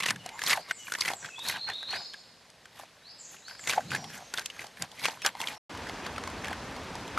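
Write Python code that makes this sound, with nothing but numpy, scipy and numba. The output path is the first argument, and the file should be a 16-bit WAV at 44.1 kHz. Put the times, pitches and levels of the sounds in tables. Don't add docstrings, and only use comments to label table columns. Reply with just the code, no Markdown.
import sys
import numpy as np
from scipy import signal
from scipy.fft import rfft, irfft, next_fast_len
from scipy.io import wavfile
from scipy.ndimage import uniform_filter1d
from numba import njit

SR = 44100
rng = np.random.default_rng(int(sys.argv[2]) if len(sys.argv) > 2 else 0)


def attenuation_scalar(level_db):
    decades = np.asarray(level_db, float) / 20
    return 10 ** decades


def digitize_waveform(pressure):
    field = np.atleast_2d(pressure).T
    bounded = np.clip(field, -1, 1)
    quanta = np.round(bounded * 32767).astype(np.int16)
    wavfile.write(sys.argv[1], SR, quanta)


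N = 316638

# greatest pressure in seconds, build-up in seconds,
# let-go in seconds, crackle in dB, brightness in dB.
BITES = [(.09, 0.36, 0.079, -35.5, -9.5), (0.257, 0.033, 0.057, -43, -22), (0.506, 0.13, 0.11, -26, -6),
         (0.71, 0.054, 0.022, -36, -12), (1.561, 0.093, 0.051, -33, -16), (.93, 0.26, 0.065, -51.5, 9),
         (1.071, 0.16, 0.12, -33.5, -7), (1.251, 0.057, 0.063, -37, -32), (1.496, 0.098, 0.054, -31, -4),
         (1.698, 0.038, 0.048, -32, -48), (1.936, 0.087, 0.13, -34, -20), (2.811, 0.15, 0.081, -48.5, -9.5),
         (3.35, 0.2, 0.046, -54, 2), (3.5, 0.048, 0.088, -49, -6), (3.698, 0.087, 0.14, -32, -8),
         (3.942, 0.063, 0.081, -32, -18), (4.16, 0.12, 0.11, -41.5, -7.5),
         (4.388, 0.093, 0.073, -37.5, -11), (4.61, 0.15, 0.13, -42.5, -13),
         (4.831, 0.084, 0.048, -38.5, -11), (5.053, 0.12, 0.13, -32, -10), (5.261, 0.03, 0.051, -24.5, -20),
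         (5.419, 0.075, 0.18, -37.5, -7.5), (5.49, 0.057, 0.17, -38.5, -14)]
YARD_BITES = [
    (5.87, 0.035, .06, -41, -24),
    (6.065, 0.023, 0.062, -37, -25),
    (6.455, 0.036, 0.11, -35.5, -50),
    (6.525, 0.038, 0.031, -40.5, -53),
    (7.18, 0.081, .05, -37.5, -60),
]
EDGE_LOSS_DB, EDGE_CURVE = 28.5, 1.36
RESTING_DB, YARD_RESTING_DB, RESTING_BRIGHT_DB = -62.5, -50, -20
HOLLOW_DB, HOLLOW_PER_DB, HOLLOW_LATE_DB = -4, -0.0929, 8
SAG_PER_S = 1.0

# centre in Hz, width in Hz, lift in dB.
MOUTH = [(1280, 130, -8), (2600, 200, 3), (3700, 400, 3), (4350, 300, 2), (6400, 500, 2)]
# frequency in Hz, level in dB per Hz.
FIBRE_SPECTRUM = [(400, -6.5), (800, -1.5), (1600, 5.5), (3000, -4), (5000, -5), (9000, -13.5), (13000, -9)]

# time in seconds, peak in dB, ring in Hz,
# sharp edge in dB.
SNAPS = [(0.023, -25, 2300, -14), (0.035, -17, 2020, -20), (0.084, -18.5, 2660, -44),
         (0.106, -13.5, 1760, -8), (0.252, -54, 990, -6), (0.391, -28.5, 1720, -7),
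         (0.417, -22.5, 1730, -34), (0.436, -25, 1010, 1.5), (0.484, -24, 1640, -18),
         (0.502, -17.5, 1690, 1), (0.573, -24.5, 1560, -38.5), (0.71, -16, 1550, -37),
         (0.881, -28, 1670, -15), (0.92, -20.5, 1480, -7), (0.937, -23, 1590, -4),
         (1.008, -17.5, 4570, -27), (1.05, -23.5, 2030, -11), (1.079, -19, 2060, -10),
         (1.245, -27, 1580, -29), (1.39, -34, 3680, -2), (1.485, -27.5, 4270, 6), (1.496, -23, 2020, -9),
         (1.688, -25.5, 844, -58), (1.699, -24, 1860, -48), (1.907, -32, 4320, -28),
         (0.463, -22, 4340, -16), (0.002, -22.5, 2200, -11), (0.507, -12.5, 2220, -3.5),
         (3.481, -33, 1540, -9), (3.673, -16, 2060, -9), (3.695, -15, 2330, -9),
               (3.701, -19.5, 3580, -6), (3.725, -24, 2580, -19), (3.934, -25, 1510, -18),
               (3.960, -25, 2100, -17), (3.905, -30, 2530, -7), (3.916, -18.5, 1530, -25),
               (4.338, -23, 1461, -1), (4.382, -16, 1530, -29), (4.458, -30.5, 2660, 9.5),
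               (4.5, -31, 2960, -27), (4.821, -30, 1400, 9), (5.039, -24, 2240, -13.5),
               (5.044, -19.5, 2300, -4), (5.054, -14, 2410, -13), (5.218, -31, 2410, -3),
               (5.248, -14.5, 1590, -26.5), (5.351, -28, 826, -32), (5.402, -21.5, 870, -24),
               (5.483, -23, 2400, -17),
         (0.06, -15.5, 1830, -8), (0.057, -22.5, 3000, -32), (0.26, -25.5, 730, -6), (0.53, -10, 2030, -12),
         (0.71, -27, 1860, -28), (0.95, -19, 1760, -23), (0.29, -30.5, 2300, -10),
         (0.032, -21.5, 3000, -17), (0.005, -20.5, 2150, -17), (2.135, -38, 3400, -15),
         (1.134, -21.5, 790, -36), (1.828, -31, 1600, -24), (2.141, -33, 1630, -27), (2.5, -56, 1500, 11),
         (2.655, -40.5, 1570, -2), (2.796, -33.5, 814, -6), (2.833, -36, 690, -33), (3.343, -38, 1340, -21),
         (3.593, -37.5, 1680, -7), (3.805, -30.5, 1560, -16), (4.041, -31, 3300, -11),
         (4.77, -36.5, 2050, -28), (5.083, -19, 907, -25), (5.262, -15, 1480, 0), (5.414, -24.5, 2700, -4),
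         (5.472, -25, 3260, -17), (3.365, -41, 2700, -13), (3.781, -30, 2000, -19.5),
         (4.592, -28.5, 2100, -22),
         (5.749, -30, 1000, -23), (5.895, -25.5, 760, -31), (6.064, -24.5, 1100, -35),
              (6.18, -23.5, 1340, -38), (6.237, -25.5, 1120, -36), (6.274, -24.5, 1050, -19),
              (6.444, -25, 2200, -29), (6.482, -26.5, 1700, -20), (6.47, -34, 1250, -5),
              (6.455, -31, 1900, -25), (6.512, -28, 670, -30), (6.505, -28.5, 1600, -38),
              (6.529, -24.5, 1540, -46), (6.763, -26.5, 790, -47), (7.175, -16.5, 1300, -50),
         (.088, -21, 2770, -20), (.098, -20, 2430, -18), (.159, -33, 1680, -7),
               (.473, -22, 3220, -18), (0.494, -21, 4300, -11), (.559, -40, 1680, -8),
               (0.869, -35, 2400, -20), (.898, -34, 1530, -9), (.985, -31, 1080, -5),
               (1.019, -22, 2150, -16), (1.057, -22, 2000, -8), (1.085, -22.5, 2100, -7),
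               (1.103, -19, 840, -17), (1.115, -24, 800, -17), (1.226, -36, 1600, -21),
               (1.258, -31.5, 2500, -25), (1.289, -36, 1550, -20), (1.452, -31, 1660, -2),
               (1.733, -39, 3660, -3), (1.946, -38, 1710, -20), (1.963, -31, 1900, -27),
               (1.932, -26, 750, -25),
         (3.385, -49, 2520, -20), (3.510, -38, 1530, -24), (3.551, -39, 1600, -14),
                     (3.638, -37, 2210, -5), (3.709, -21, 2670, -19), (3.733, -20.5, 1550, -27),
                     (3.948, -17, 1700, -8), (4.101, -38, 1700, -5), (4.16, -42, 2010, -21),
                     (4.374, -26, 3640, -22), (4.393, -26.5, 1560, 0), (4.616, -35, 1480, -24),
                     (4.642, -30.5, 820, -18), (4.666, -41, 830, 4), (4.915, -40.5, 3540, 0),
                     (4.994, -34, 2220, -2), (5.172, -37, 958, -18), (5.223, -32, 2580, -11.5),
                     (5.274, -24, 1690, -24), (5.369, -34, 890, -28), (5.439, -27, 2130, -16),
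                     (5.773, -37, 2980, -4), (5.871, -36, 2010, -22), (6.161, -34, 2500, -23),
                     (6.299, -34, 1200, -5), (6.423, -37, 1000, -11), (6.953, -33.5, 900, -0.5),
                     (7.078, -35, 810, -15.5), (5.887, -37, 4300, -10), (6.065, -38, 4430, -21)]
# centre in Hz, width in Hz, level in dB.
SNAP_CAVITIES = [(1084, 170, -7.5), (2100, 117, -5), (3220, 480, -8.5), (4300, 320, -10.5),
                 (6030, 300, -20)]

# time in seconds, peak in dB.
CRACKS = [
    (0.106, -13),
    (0.513, -23),
    (0.938, -20),
    (1.008, -15),
    (1.7, -39),
    (1.907, -35),
    (3.674, -27.5),
    (4.459, -31),
    (5.263, -2.5),
]
CRACK_HZ, CRACK_WIDTH_HZ = 4900, 2300

# time in seconds, first resonance in Hz, second resonance in Hz.
CAVITY = [(0.0, 1055, 1930), (0.28, 756, 1850), (0.54, 1100, 1950), (0.6, 674, 1700), (0.68, 1066, 1860),
          (0.92, 870, 1620), (1.04, 1000, 2180), (1.16, 680, 1630), (1.46, 950, 1610), (1.78, 776, 1570),
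          (2.56, 864, 1830), (4.88, 734, 1540), (5.04, 820.5, 2130), (5.24, 962, 1560), (5.48, 860, 2220),
          (5.54, 910, 1740), (6.86, 818, 1710), (7.18, 890, 1570)]
# ratio to the second, width in Hz, level in dB.
UPPER_CAVITIES = [(1.55, 300, -20), (1.95, 350, -18)]
# time in seconds, build-up in seconds, let-go in seconds, level in dB.
SLIDES = [(.35, .14, 0.15, -46), (.59, 0.062, 0.029, -38), (1.12, 0.046, 0.035, -41),
          (1.39, 0.014, 0.01, -38.5), (3.78, 0.059, 0.046, -31), (4.05, 0.23, 0.077, -47.5),
          (4.2, 0.041, 0.08, -43.5), (1.7, 0.03, 0.021, -51), (4.93, 0.053, 0.043, -53),
          (5.44, 0.19, 0.17, -47.5), (6.51, 0.052, 0.033, -38.5)]

# time in seconds, build-up in seconds, let-go in seconds, level in dB.
GROANS = [
    (.12, 0.12, 0.2, -48),
    (3.9, 0.17, 0.37, -43),
    (4.83, 0.06, 0.052, -46),
]
GROAN_HZ, GROAN_WIDTH_HZ = 148, 113
RUMBLE_DB, RUMBLE_FOLLOWS, RUMBLE_SMOOTH_S = -57, 0.52, 0.015

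# start in seconds, level in dB.
RISING = [
    (.53, -51.5),
    (3.015, -49.5),
    (3.41, -48.5),
    (3.84, -50),
]
FALLING = [
    (1.96, -72),
    (3.18, -58.5),
    (3.585, -57),
]
HIGH_FALLING = [
    (.715, -60.5),
    (1.125, -60.5),
]
# length in seconds, start in Hz, middle in Hz, end in Hz.
RISING_SHAPE = (.1, 3720, 4320, 5400)
FALLING_SHAPE = (0.084, 7750, 6950, 6200)
HIGH_FALLING_SHAPE = (.1, 8200, 7200, 5300)
# start in seconds, length in seconds, start in Hz, end in Hz, level in dB.
SONG = [
    (1.355, 0.1, 3296, 4010, -40.5),
    (1.445, 0.048, 4010, 4440, -41),
    (1.595, 0.052, 3980, 4290, -37),
    (1.71, 0.066, 3426, 3906, -37.5),
    (1.78, 0.082, 3880, 3820, -45.5),
    (1.86, 0.067, 4030, 4360, -39.5),
    (1.93, 0.063, 4330, 5290, -41.5),
]
NOTES = [(.29, 0.047, 2020, 2120, -54), (.62, 0.068, 2156, 2090, -53.5), (.775, 0.097, 3010, 2780, -54.5),
         (1.295, 0.034, 2660, 2480, -47), (2.14, 0.074, 6440, 7560, -67), (3.96, 0.096, 5800, 5450, -55),
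         (4.2, .13, 5740, 5700, -72), (.31, 0.06, 6800, 7300, -58), (3.88, 0.033, 6300, 7600, -51),
         (5.35, 0.051, 3980, 4470, -61), (.19, 0.028, 2990, 2800, -52), (4.15, 0.13, 6440, 6270, -63),
         (4.47, 0.073, 6440, 6400, -61), (5.185, 0.027, 3270, 2970, -54), (5.55, 0.031, 5420, 5500, -55)]
SONG_ARCH_HZ, NOTE_ARCH_HZ = 88, 30
TREES_T60_S, TREES_DB, NEAR_T60_S, NEAR_DB = 0.94, 4.5, 0.11, -2.5

# frequency in Hz, level in dB per Hz.
WOODS_SPECTRUM = [(18, -68), (30, -17), (54, -7.5), (92, -13), (209, -8), (323, -10.5), (525, -4),
                  (970, -9), (4380, -10.5), (13500, -27.5)]
# time in seconds, level in dB.
WOODS_LEVEL = [(0.0, -53), (0.59, -49), (0.67, -56), (1.8, -51), (2.36, -57), (3.46, -56), (3.82, -48.5),
               (4.8, -53), (5.25, -50.5), (5.41, -54), (5.53, -41), (5.58, -65)]
# frequency in Hz, level in dB per Hz.
YARD_SPECTRUM = [(15, -44), (25, -7), (76, 4.5), (128, -0.5), (254, 2), (330, -1.5), (945, -2.5),
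                 (5970, -18.5), (12500, -35), (13500, -38)]
YARD_DB = -41

# start in seconds, end in seconds.
CENTRED = [(.13, .17), (.28, .32), (.68, .76), (.89, .925), (1.16, 1.24), (1.43, 1.51), (1.57, 1.68),
           (1.73, 1.79), (1.84, 1.88), (3.19, 3.27), (3.77, 3.84), (4.21, 4.38), (4.66, 4.82), (4.99, 5.02),
           (5.19, 5.25), (5.31, 5.47), (6.93, 7.0)]
WIDE_ABOVE_HZ, WIDE_DB, WIDE_SHARE = 4150, -.5, .64
GAP_START_S, GAP_END_S = 5.581, 5.694
CUTOFF_HZ = 13100


def swell_db(s, rise_s, fall_s):
    t = np.arange(N) / SR - s
    return -EDGE_LOSS_DB * np.where(t < 0, -t / rise_s, t / fall_s) ** EDGE_CURVE


def swells(rows):
    return sum(attenuation_scalar(db + swell_db(s, rise_s, fall_s)) for s, rise_s, fall_s, db in rows)


def jaw():
    t = np.arange(N) / SR
    power = attenuation_scalar(2 * np.where(t < GAP_END_S, RESTING_DB, YARD_RESTING_DB))
    bright, since = power * RESTING_BRIGHT_DB, 0
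    for s, rise_s, fall_s, db, bright_db in BITES + YARD_BITES:
        part = attenuation_scalar(2 * (db + swell_db(s, rise_s, fall_s)))
        power = power + part
        bright = bright + part * bright_db
        since = since + part * (t - s)
    level_db = 10 * np.log10(power)
    since = since / power
    hollow_db = HOLLOW_DB + HOLLOW_PER_DB * (level_db + 47.0) + HOLLOW_LATE_DB * np.tanh(since / 0.08)
    return level_db, bright / power, hollow_db, 1 - SAG_PER_S * since


def rms_one(x):
    return x / np.sqrt(np.mean(x ** 2) + 1e-20)


def drift(rate_hz):
    r = np.exp(-2 * np.pi * rate_hz / SR)
    noise = rng.standard_normal(N + SR)
    return rms_one(signal.lfilter([1], [1, -2 * r, r * r], noise)[SR:])


def resonance(x, hz, width_hz):
    r = np.exp(-np.pi * width_hz / SR)
    poles = [1, -2 * r * np.cos(2 * np.pi * hz / SR), r * r]
    return signal.lfilter([(1 - r * r) / 2, 0, (r * r - 1) / 2], poles, x + 1e-18)


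def at_hz(points, hz):
    points_hz, points_db = np.transpose(points)
    return np.interp(np.log(np.maximum(hz, 1)), np.log(points_hz), points_db)


def cracks(per_s, spread_db, clump_db):
    size_db = spread_db * np.minimum(rng.exponential(1, N), 4) + clump_db * drift(30)
    sizes = attenuation_scalar(size_db) * rng.standard_normal(N)
    return sizes * (rng.random(N) < per_s / SR)


def crackle(sharpness):
    level_db, bright_db, _, _ = jaw()
    trains = [cracks(per_s=900 + 60 * group ** 2, spread_db=3.8 - .2 * group, clump_db=4.5 - .2 * group)
              for group in range(8)]
    out = 0
    shared = attenuation_scalar(2.9 * drift(80))
    for k, hz in enumerate(np.geomspace(400, 13000, 24)):
        clicks = trains[k // 3] * rng.choice([-1, 0, 1], N)
        grains = rms_one(resonance(clicks, hz, hz / sharpness))
        lift_db = sum(db * np.exp(-((hz - centre_hz) / width_hz) ** 2) for centre_hz, width_hz, db in MOUTH)
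        high = np.clip(np.log(hz / 2600) / np.log(4.0), 0, 1)
        gain_db = at_hz(FIBRE_SPECTRUM, hz) + lift_db + high * (bright_db + 9.5)
        out = out + grains * np.sqrt(hz / 1600) * attenuation_scalar(gain_db)
    out = out * shared
    top = 3.5 * np.std(out)
    return top * np.tanh(out / top) * attenuation_scalar(level_db - 16.0)


def snaps(ring_s, burst_s, rise_s):
    out, t = np.zeros(N + 2000), np.arange(1200) / SR
    rows = SNAPS
    noise = rng.standard_normal((len(rows), 2, 1200))
    noise = noise * rng.exponential(1, noise.shape) ** 1.18 / 1.58
    overtones_db = rng.normal(0, 4.9, (len(rows), len(SNAP_CAVITIES)))
    edge_filter = signal.butter(2, [2600, 8500], "band", fs=SR, output="sos")
    for (s, peak_db, hz, edge_db), (body, edge), shares_db in zip(rows, noise, overtones_db):
        ring = attenuation_scalar(-2.5) * np.sin(2 * np.pi * hz * t) * np.exp(-t / ring_s)
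        upper = sum(attenuation_scalar(db + own_db + 10) * resonance(edge * np.exp(-t / 0.0014), cavity_hz, width_hz)
                    for (cavity_hz, width_hz, db), own_db in zip(SNAP_CAVITIES, shares_db))
        burst = attenuation_scalar(8.5) * resonance(body, hz * 1.018, hz * 0.33) * np.exp(-t / burst_s)
        tick_shape = np.exp(-((t - .0017) / 0.0032) ** 2)
        tick = attenuation_scalar(edge_db - 1.5) * signal.sosfilt(edge_filter, edge) * tick_shape
        thud = attenuation_scalar(-0.5) * resonance(edge, 510, 540) * np.exp(-t / 0.003)
        onset = 1 - np.exp(-t / rise_s)
        out[round(s * SR):][:1200] += attenuation_scalar(peak_db) * onset * (ring + upper + burst + tick + thud)
    return out[:N]


def clean_cracks():
    s, db = np.transpose(CRACKS)
    clicks = np.zeros(N)
    clicks[(s * SR).astype(int)] = -attenuation_scalar(db) * SR / CRACK_WIDTH_HZ / np.pi
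    return resonance(clicks, CRACK_HZ, CRACK_WIDTH_HZ)


def in_time(rows):
    s, *columns = np.transpose(rows)
    return [np.interp(np.arange(N) / SR, s, c) for c in columns]


@njit
def gliding(x, hz, width_hz, rate):
    y, r = np.zeros(len(x)), np.exp(-np.pi * width_hz / rate)
    for i in range(2, len(x)):
        fed = (1 - r) * (x[i] - x[i - 2])
        y[i] = fed + 2 * r * np.cos(2 * np.pi * hz[i] / rate) * y[i - 1] - r * r * y[i - 2]
    return y


def moving_cavity(pulp, hz, width_hz, outer_width_hz):
    return rms_one(gliding(gliding(pulp, hz, width_hz, SR), hz, outer_width_hz, SR))


def squelch():
    level_db, _, hollow_db, sag = jaw()
    first_hz, second_hz = in_time(CAVITY) * sag
    pulp = cracks(per_s=1200, spread_db=3.2, clump_db=2.5)
    first = moving_cavity(pulp, first_hz, 320.0, 510.0) * attenuation_scalar(level_db + hollow_db - 6.5)
    pulp = cracks(per_s=1600, spread_db=3.8, clump_db=2.5)
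    second = moving_cavity(pulp, second_hz, 300.0, 610.0) * attenuation_scalar(level_db - 11.0)
    pulp = cracks(per_s=1500, spread_db=3.5, clump_db=3.0)
    slide = moving_cavity(pulp, first_hz, 160.0, 450.0) * swells(SLIDES)
    upper = sum(attenuation_scalar(level_db + db) * moving_cavity(pulp, second_hz * ratio, width_hz, 2 * width_hz)
                for ratio, width_hz, db in np.array(UPPER_CAVITIES))
    return first + second + slide + upper


def rumble():
    low = resonance(resonance(rng.standard_normal(N), 105, 100), 137, 490)
    low = signal.sosfilt(signal.butter(3, 55, "high", fs=SR, output="sos"), low)
    pressure_db = uniform_filter1d(jaw()[0], round(RUMBLE_SMOOTH_S * SR))
    groan = rms_one(resonance(low, GROAN_HZ, GROAN_WIDTH_HZ)) * swells(GROANS)
    return rms_one(low) * attenuation_scalar(RUMBLE_DB + RUMBLE_FOLLOWS * (pressure_db + 39.5)) + groan


def whistles():
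    notes = []
    for rows, shape in ((RISING, RISING_SHAPE), (FALLING, FALLING_SHAPE), (HIGH_FALLING, HIGH_FALLING_SHAPE)):
        notes += [(s, *shape, db) for s, db in rows]
    for rows, arch_hz in ((SONG, SONG_ARCH_HZ), (NOTES, NOTE_ARCH_HZ)):
        for s, length_s, start_hz, end_hz, db in rows:
            notes.append((s, length_s, start_hz, (start_hz + end_hz) / 2 + arch_hz, end_hz, db))
    return notes


def birds():
    direct, rasp = np.zeros(N), drift(320)
    for s, length_s, start_hz, mid_hz, end_hz, db in whistles():
        u, at = np.linspace(0, 1, min(round(length_s * SR), N)), round(s * SR)
        hz = np.polyval(np.polyfit([0, .5, 1], [start_hz, mid_hz, end_hz], 2), u)
        rising = end_hz - start_hz > 1200
        hoarse = .15 + .4 * (db < -50 and not rising) + 2.5 * (start_hz - end_hz > 800)
        breath = np.sin(np.pi * u) ** .3 * (.25 + u if rising else 1)
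        breath = breath * (1 + hoarse * rasp[at:at + len(u)])
        direct[at:at + len(u)] += attenuation_scalar(db) * breath * np.sin(2 * np.pi * np.cumsum(hz) / SR)
    t = np.arange(SR) / SR
    far = rms_one(rng.standard_normal(SR) * attenuation_scalar(-60 * t / TREES_T60_S))
    near = rms_one(rng.standard_normal(SR) * attenuation_scalar(-60 * t / NEAR_T60_S))
    echoes = (attenuation_scalar(TREES_DB) * far + attenuation_scalar(NEAR_DB) * near) / np.sqrt(SR)
    return attenuation_scalar(-6) * direct + signal.fftconvolve(direct, echoes)[:N]


def air(spectrum):
    size = next_fast_len(N)
    gain = attenuation_scalar(at_hz(spectrum, np.fft.rfftfreq(size, 1 / SR)))
    return rms_one(irfft(rfft(rng.standard_normal(N), size) * gain, size)[:N])


def spread(mid):
    hz, s, cells = signal.stft(mid, SR, window="cosine", nperseg=2048, noverlap=1024)
    band = np.floor(np.log(np.maximum(hz, 1) / WIDE_ABOVE_HZ) / np.log(1.13)).astype(int)
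    chance = .6 * rng.random((10, len(s))) + .4 * rng.random(len(s))
    wide = chance < WIDE_SHARE * np.linspace(.35, 1.15, 10)[:, None] ** .6
    for start_s, end_s in CENTRED:
        inside = (s > start_s - .012) & (s < end_s + .012)
        wide[:, inside] &= chance[:, inside] < .2
    gate = wide[np.clip(band, 0, 9)] * (band >= 0)[:, None]
    turned = np.abs(cells) * np.exp(2j * np.pi * rng.random(cells.shape))
    side = signal.istft(turned * gate, SR, window="cosine", nperseg=2048, noverlap=1024)[1][:N]
    return attenuation_scalar(WIDE_DB) * side


def scene():
    t = np.arange(N) / SR
    trees = rumble() + birds() + air(WOODS_SPECTRUM) * attenuation_scalar(in_time(WOODS_LEVEL)[0] - 3.0)
    yard = air(YARD_SPECTRUM) * attenuation_scalar(YARD_DB)
    fibres = crackle(sharpness=11.0) + clean_cracks() + snaps(ring_s=0.0039, burst_s=0.0043, rise_s=0.00096)
    mid = fibres + squelch() + np.where(t < GAP_START_S, trees, yard)
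    side = spread(mid)
    return np.array([mid + side, mid - side])


def band_limit(x):
    return signal.sosfilt(signal.butter(12, 14040, fs=SR, output="sos"), x)


def record(dry):
    t = np.arange(N) / SR
    cut = signal.sosfilt(signal.cheby2(14, 42, CUTOFF_HZ * 1.025, fs=SR, output="sos"), dry)
    rounded = .6 * np.tanh(cut / .6)
    rounded = signal.sosfilt(signal.butter(2, 35, "high", fs=SR, output="sos"), rounded)
    sounding = np.clip((GAP_START_S - t) / .004, 0, 1) + np.clip((t - GAP_END_S) / .003, 0, 1)
    return band_limit(rounded * sounding)


dry = scene()
out = record(dry)
digitize_waveform(out)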